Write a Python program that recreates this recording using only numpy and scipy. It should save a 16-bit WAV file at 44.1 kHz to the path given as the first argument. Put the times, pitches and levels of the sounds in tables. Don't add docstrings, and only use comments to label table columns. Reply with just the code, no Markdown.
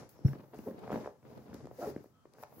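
import sys
import numpy as np
from scipy import signal
from scipy.fft import rfft, irfft
from scipy.io import wavfile

SR = 44100
rng = np.random.default_rng(int(sys.argv[2]) if len(sys.argv) > 2 else 0)


def master(y):
    cut = np.clip(np.atleast_2d(y).T, -1, 1)
    pcm = np.round(cut * 32767)
    wavfile.write(sys.argv[1], SR, pcm.astype(np.int16))


def gain_from_db(level_db):
    decades = np.asarray(level_db, float) / 20
    return 10 ** decades


N = 114660

# frequency in Hz, relative density in dB per Hz.
ROOM_TONE = [(25, -6), (60, -6), (130, 5.5), (300, -4.5), (600, -12.5), (1100, -13), (1400, -19),
             (2000, -25.5), (3000, -28.5), (6000, -27.5), (9000, -32.5), (15800, -43)]
ROOM_TONE_DB = -70
ROOM_T60_S, ROOM_DB = 0.26, -17

# frequency in Hz, width in Hz, level in dB.
WHINE = [(1300, 48, -79), (3170, 130, -87)]
WHINE_START_S, WHINE_END_S = 2.12, 2.25

# frequency in Hz, relative level in dB, time to fall 60 dB in seconds.
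FLOORBOARD = [(88, -27, .2), (136.8, -15, 0.64), (208, -32, 0.3), (312, -45, 0.172)]
KNOCK_S, KNOCK_DB, KNOCK_RISE_S = .247, -13, 0.0032
KNOCK_START_HZ, KNOCK_END_HZ, KNOCK_GLIDE_S = 161, 90, 0.014
RING_BUILD_S = .018
KNOCK_DAMPED_S, KNOCK_DAMPING_DB = .327, -12.5

# time in seconds, level in dB.
CHATTER = [(0.16, -89), (0.186, -79), (0.236, -88), (0.25, -70), (0.268, -62.5), (0.318, -79), (0.334, -72),
           (0.354, -89), (0.37, -87)]
# frequency in Hz, relative level in dB, time to fall 60 dB in seconds.
METAL = [(5490, -4, 0.034), (5650, -10, .012), (11800, -6, 0.017)]
CHATTER_PER_S = 520

# time in seconds, level of the creaks in dB,
# pitch they centre on in Hz, floor hum relative to the creaks in dB.
HANDLING = [(0.0, -50, 297, -7), (0.1, -73, 268, -20), (0.17, -66.5, 310, -10), (0.2, -63.5, 216, 1),
            (0.32, -56, 240, -11), (0.36, -57, 288, -11), (0.49, -69, 334, -10), (0.52, -66, 530, -6),
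            (0.54, -55, 496, -36), (0.57, -58, 298, -5), (0.61, -66.5, 275, 13), (0.66, -57, 422, -4),
            (0.74, -60.5, 287, -9), (0.77, -55, 355, -23), (0.88, -52, 433, -22), (0.95, -45, 317, -19),
            (1.08, -57, 503, -17), (1.12, -71, 477, -8), (1.19, -73, 291, -4), (1.22, -73, 370, -10),
            (1.26, -59.5, 315, -8), (1.34, -57, 457, -16), (1.38, -54.5, 296, -17), (1.41, -63.5, 282, -20),
            (1.48, -60, 423, -18), (1.52, -54, 302, -35), (1.64, -61, 286, 10.5), (1.81, -69.5, 567, -4),
            (1.83, -53.5, 600, -5), (1.93, -57, 344, -3), (2.01, -66.5, 275, -2), (2.05, -84, 369, 0),
            (2.13, -88, 240, -3), (2.25, -77, 417, -6), (2.32, -80, 306, -1), (2.34, -70.5, 460, -27),
            (2.41, -66, 820, -29), (2.46, -75.5, 810, -21), (2.56, -64.5, 365, -16), (2.6, -55, 386, -29)]
# frequency in Hz, relative density in dB per Hz.
LEATHER = [(24, -21), (40, -7), (86, -43), (124, 6.5), (168, -9), (214, 9), (384, -1), (443, 6.5),
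           (935, -4), (1780, -18), (5000, -28), (6500, -47), (11000, -120)]
CREAKS_PER_S, CREAK_SPREAD_DB, RUSTLE_DB = 350, 1, -1
CREAK_CYCLES = 5.5

# time of the touch in seconds, peak level in dB,
# pitch settled on in Hz, rough edge relative to the thump in dB.
TAPS = [(0.189, -44.5, 376, -25), (0.246, -40, 202, -14), (0.258, -29, 215, -16), (0.264, -39, 204, -12),
        (0.281, -35, 214, -8.5), (0.329, -65, 229, 3), (0.331, -34.5, 202, -5.5), (0.354, -39, 273, -20),
        (0.394, -41.5, 226, -10.5), (0.534, -40, 490, -19), (0.588, -33.5, 223, -14), (0.67, -50, 486, -34),
        (0.682, -33.5, 215, -22), (0.709, -35, 214, -14), (0.742, -42.5, 239, -34),
        (0.876, -34.5, 538, -13.5), (0.894, -36, 750, -21), (0.902, -26.5, 470, -13.5),
        (0.917, -27, 465, -13), (0.926, -25, 312, -12), (0.929, -29, 190, -22), (0.94, -29.5, 263, -10),
        (0.956, -40, 207, -2), (0.957, -27, 486, -43), (0.964, -33.5, 204, -36), (0.975, -35.5, 480, -16),
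        (1.044, -38.5, 456, -4), (1.058, -31.5, 430, -11.5), (1.073, -28.5, 478, -23),
        (1.227, -51.5, 440, -4), (1.25, -51.5, 198, -2), (1.389, -44.5, 222, -28), (1.479, -48, 229, -6),
        (1.528, -38, 237, -6), (1.544, -34, 233, -34), (1.642, -40.5, 272, -19), (1.653, -37, 248, -20),
        (1.67, -39, 480, -17), (1.711, -37.5, 406, -31), (1.961, -28.5, 268, -17), (1.976, -42.5, 235, -11),
        (2.041, -44.5, 410.4, -25), (2.057, -47.5, 265, -15), (2.253, -44, 365, -12.5),
        (2.35, -55.5, 511, 4), (2.383, -46, 476, -12), (2.427, -39.5, 600, -24), (2.432, -43, 960, -18),
        (2.434, -32.5, 683, -10), (2.524, -50, 620, -24)]
TAP_DELAY_S = 0.001528
TAP_CYCLES = 2.78
TAP_DROP = 0.92
TAP_EDGE_T60_S = 0.016
EDGE_BAND_HZ = [450, 1900]

# start in seconds, peak level in dB, band centre in Hz.
TICKS = [(0.093, -49.5, 13700), (0.2608, -74, 3000), (0.2838, -59, 3290), (0.2914, -60, 5410),
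         (0.5454, -54, 14300), (0.587, -51, 14000), (0.792, -58, 9780), (0.9177, -50.5, 5830),
         (1.3773, -57, 5140), (1.5431, -47.5, 6300), (1.656, -57, 4400), (1.6702, -54.5, 3250),
         (2.0398, -57, 13300), (2.3363, -56, 4500), (2.4263, -54, 12500), (2.4354, -49, 4940)]
TICK_T60_S, TICK_WIDTH = .008, .45

# time in seconds, level below the split in dB,
# level above the split relative to that in dB.
SLIDE = [(0.0, -59, -32), (0.09, -74, -29), (0.09, -70, 6), (0.23, -78.5, -13), (0.28, -66.5, 3.5),
         (0.36, -76.5, 0), (0.53, -84.5, 8.5), (0.56, -67.5, -6), (0.69, -71, 7.5), (0.75, -77, 0),
         (0.91, -67.5, -12), (0.93, -60.5, -3), (1.07, -67, -18), (1.19, -91.5, 7), (1.3, -72.5, -6),
         (1.44, -76, 0), (1.53, -75, -10), (1.54, -63, -10), (1.63, -68.5, -31), (1.72, -78.5, 1.5),
         (1.81, -58, -4.5), (1.9, -59, -2), (1.94, -69, -14), (2.06, -77.5, 0.5), (2.14, -98, 11),
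         (2.34, -79.5, -14.5), (2.43, -66, 10.5), (2.45, -69.5, -18), (2.49, -76, -1), (2.6, -77, 18.5)]
# frequency in Hz, relative density in dB per Hz.
SLIDE_TONE = [(900, -5.5), (1800, -8.5), (2600, -16), (3300, -21), (5000, -13), (6500, -15.5), (8600, -25),
              (11500, -11), (14000, -8.5), (15800, -6.5)]
SPLIT_HZ, SLIDE_PATCHY_DB = 8800, 1

# time in seconds, level in dB, ribs per second.
RASPS = [
    [(.655, -60, 437), (.675, -35, 460), (.69, -48, 570), (.705, -51.5, 490), (.735, -68, 400)],
    [(1.775, -79, 480), (1.79, -42.5, 500), (1.815, -43.5, 598), (1.835, -36.5, 690), (1.855, -39, 623),
     (1.875, -35, 418), (1.9, -48, 360), (1.93, -58.5, 170)],
]
RASP_JITTER, RASP_WAVER_DB = .07, 3.5
RASP_HALF_DB, RASP_OVERTONE_DB = -8, -18
RASP_FUZZ_DB, RASP_FUZZ_HZ = -2.5, 148

# frequency in Hz, left-right likeness (0 to 1).
LIKENESS = [(60, 0.42), (130, 0.44), (290, 0.82), (640, 0.62), (1410, 0.34), (3100, 0.3), (6820, 0.029),
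            (15000, 0.041)]
# frequency in Hz, left minus right in dB.
TILT = [(60, 1), (130, 1), (250, .5), (1200, .4), (2400, 6), (4400, 12), (6500, 3), (8500, -4), (12000, 2)]
LEFT_LAG_S, LOW_CUT_HZ, HIGH_CUT_HZ = .00007, 60, 15800
FLOOR_SIDE_DB, FLOOR_SIDE_LAG_S = -11.5, 0.0019


def white():
    return rng.standard_normal(N)


def rms_one(x):
    return x / np.sqrt(np.mean(x ** 2) + 1e-20)


def in_time(rows):
    s, *columns = np.transpose(rows)
    return [np.interp(np.arange(N) / SR, s, c) for c in columns]


def at_hz(points):
    hz, value = np.transpose(points)
    return np.interp(np.log(np.arange(N // 2 + 1) * SR / N + 1), np.log(hz), value)


def colour(x, points):
    return rms_one(irfft(rfft(x) * gain_from_db(at_hz(points)), N))


def split_filter(x, order, hz, kind):
    return signal.sosfilt(signal.butter(order, hz, kind, fs=SR, output="sos"), x)


def drift(rate):
    r = np.exp(-2 * np.pi * rate / SR)
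    settled = signal.lfilter([1], [1, -2 * r, r * r], rng.standard_normal(N + SR))[SR:]
    return rms_one(settled)


def ring(clicks, hz, t60):
    r, w = gain_from_db(-60 / (t60 * SR)), 2 * np.pi * hz / SR
    return signal.lfilter([0, np.sin(w)], [1, -2 * r * np.cos(w), r * r], clicks + 1e-18)


def body(x, modes):
    return sum(gain_from_db(db) * ring(x, hz, t60) for hz, db, t60 in modes)


def place(rows, shapes):
    out = np.zeros(N + SR)
    for (s, db, *_), shape in zip(rows, shapes):
        start = int(s * SR)
        out[start:start + len(shape)] += gain_from_db(db) * shape / np.abs(shape).max()
    return out[:N]


def room_tone():
    return gain_from_db(ROOM_TONE_DB) * colour(white(), ROOM_TONE)


def room(x):
    t = np.arange(int(.4 * SR)) / SR
    dull = signal.lfilter([.3], [1, -.7], rng.standard_normal(len(t)))
    tail = dull * gain_from_db(-60 * t / ROOM_T60_S) * (t > .006)
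    return signal.fftconvolve(x, tail / np.sqrt(np.sum(tail ** 2)))[:N]


def whine():
    gate, = in_time([(WHINE_START_S - .03, 0), (WHINE_START_S + 0.036, 1),
                     (WHINE_END_S - .02, 1), (WHINE_END_S + .01, 0)])
    tones = 0
    for hz, width, db in WHINE:
        t60 = np.log(1000) / np.pi / width
        tones = tones + gain_from_db(db) * rms_one(ring(white(), hz, t60))
    return gate * tones


def knock():
    t = np.maximum(np.arange(N) / SR - KNOCK_S, 0)
    sag_turns = (KNOCK_START_HZ - KNOCK_END_HZ) * KNOCK_GLIDE_S * (1 - np.exp(-t / KNOCK_GLIDE_S))
    turns = KNOCK_END_HZ * t + sag_turns
    push = (t / KNOCK_RISE_S) ** 2 * np.exp(-t / KNOCK_RISE_S)
    thud = push / push.max() * np.sin(2 * np.pi * turns)
    rung = sum(gain_from_db(db - 60 * t / t60) * np.sin(2 * np.pi * hz * t) for hz, db, t60 in FLOORBOARD)
    build = 1 - np.exp(-(t / RING_BUILD_S) ** 2)
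    damped = gain_from_db(KNOCK_DAMPING_DB * np.clip((t + KNOCK_S - KNOCK_DAMPED_S) / 0.0017, 0, 1))
    return gain_from_db(KNOCK_DB) * (thud + damped * rung * build)


def chatter():
    db, = in_time([(0, -140), *CHATTER, (CHATTER[-1][0] + .02, -140)])
    touches = (rng.random(N) < CHATTER_PER_S / SR) * white()
    return gain_from_db(db) * rms_one(body(touches, METAL))


def handling():
    db, hz, hum_db = in_time(HANDLING)
    sizes = gain_from_db(CREAK_SPREAD_DB * np.minimum(rng.exponential(1, N), 4)) * rng.choice([-1, 1], N)
    born = sizes * (rng.random(N) < CREAKS_PER_S / SR)
    pitches = np.geomspace(90, 2400, 14)
    centre = np.interp(np.log(hz), np.log(pitches), np.arange(14))
    dealt = np.clip(np.round(centre + 1.9 * white()), 0, 13)
    grains = 0
    for k, pitch in enumerate(pitches):
        rung = ring(born * (dealt == k), pitch, CREAK_CYCLES / pitch)
        grains = grains + rung * (450 / pitch) ** 0.19
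    rustle = colour(white(), LEATHER) * gain_from_db(4 * drift(30))
    hum = rms_one(body(white(), FLOORBOARD))
    return gain_from_db(db) * (rms_one(grains) + gain_from_db(RUSTLE_DB) * rustle + gain_from_db(hum_db) * hum)


def taps():
    t = np.arange(2000) / SR
    noise = rng.standard_normal((len(TAPS), 2000)) * gain_from_db(-60 * t / TAP_EDGE_T60_S)
    edges = split_filter(noise, 3, EDGE_BAND_HZ, "band")
    shapes = []
    for (_, _, hz, edge_db), edge in zip(TAPS, edges):
        turns = hz * t * (1 + TAP_DROP * np.exp(-hz * t))
        decay = gain_from_db(-60 * hz * t / (2 * TAP_CYCLES))
        onset = 1 - np.exp(-(3.67 * hz * t) ** 2)
        thump = np.sin(2 * np.pi * turns) * decay * onset
        shapes.append(thump / np.abs(thump).max() + gain_from_db(edge_db) * edge / np.abs(edge).max())
    return np.roll(place(TAPS, shapes), int(TAP_DELAY_S * SR))


def ticks():
    t = np.arange(1500) / SR
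    shapes = []
    for _, _, hz in TICKS:
        noise = rng.standard_normal(1500) * gain_from_db(-60 * t / TICK_T60_S)
        band = [hz * (1 - TICK_WIDTH), min(hz * (1 + TICK_WIDTH), 19000)]
        shapes.append(split_filter(noise, 1, band, "band"))
    return place(TICKS, shapes)


def slide():
    db, top_db = in_time(SLIDE)
    hiss = colour(white(), SLIDE_TONE)
    low = rms_one(split_filter(hiss, 4, SPLIT_HZ, "low"))
    high = rms_one(split_filter(hiss, 4, SPLIT_HZ, "high"))
    low_flicker = gain_from_db(SLIDE_PATCHY_DB * drift(28))
    high_flicker = gain_from_db(SLIDE_PATCHY_DB * drift(35))
    return gain_from_db(db) * (low * low_flicker + gain_from_db(top_db) * high * high_flicker)


def rasp():
    partials = [(1, 0), (1 / 2, RASP_HALF_DB), (2, RASP_OVERTONE_DB), (3, 4.0 * RASP_OVERTONE_DB)]
    out = 0
    for rows in RASPS:
        first, last = rows[0], rows[-1]
        db, rate = in_time([(first[0] - .01, -140, first[2]), *rows, (last[0] + 0.0088, -140, last[2])])
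        turn = 2 * np.pi * np.cumsum(rate * (1 + RASP_JITTER * drift(156))) / SR
        wave = sum(gain_from_db(d + RASP_WAVER_DB * drift(75)) * np.sin(k * turn) for k, d in partials)
        fuzz = gain_from_db(RASP_FUZZ_DB) * drift(RASP_FUZZ_HZ) * np.cos(turn)
        out = out + gain_from_db(db) * (wave + fuzz)
    return out


def scene():
    thud = knock()
    near_blows = taps() + rasp()
    parts = []
    for direct in (near_blows + thud, 0):
        noisy = handling() + chatter() + ticks() + slide() + whine()
        tail = gain_from_db(ROOM_DB) * room(near_blows + noisy)
        parts.append(rfft(direct + noisy + tail + room_tone()))
    middle, apart = parts
    alike = np.clip(at_hz(LIKENESS), 0, 1)
    floor_side = gain_from_db(FLOOR_SIDE_DB) * rfft(np.roll(thud, int(FLOOR_SIDE_LAG_S * SR)))
    side = apart * np.sqrt((1 - alike) / (1 + alike)) + floor_side
    return irfft([middle + side, middle - side], N)


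def roll_off(x):
    return signal.sosfilt(signal.butter(12, 16340, fs=SR, output="sos"), x)


def record(dry):
    hz = np.arange(N // 2 + 1) * SR / N
    tilt = gain_from_db(at_hz(TILT) / 2)
    lag = np.exp(-2j * np.pi * hz * LEFT_LAG_S)
    balance = np.sqrt((tilt ** 2 + tilt ** -2) / 2)
    ports = irfft(rfft(dry) * [tilt * lag, 1 / tilt] / balance, N)
    ports = split_filter(ports, 4, LOW_CUT_HZ, "high")
    mix = irfft(rfft(ports) * (hz < HIGH_CUT_HZ), N)
    return roll_off(mix)


dry = scene()
out = record(dry)
master(out)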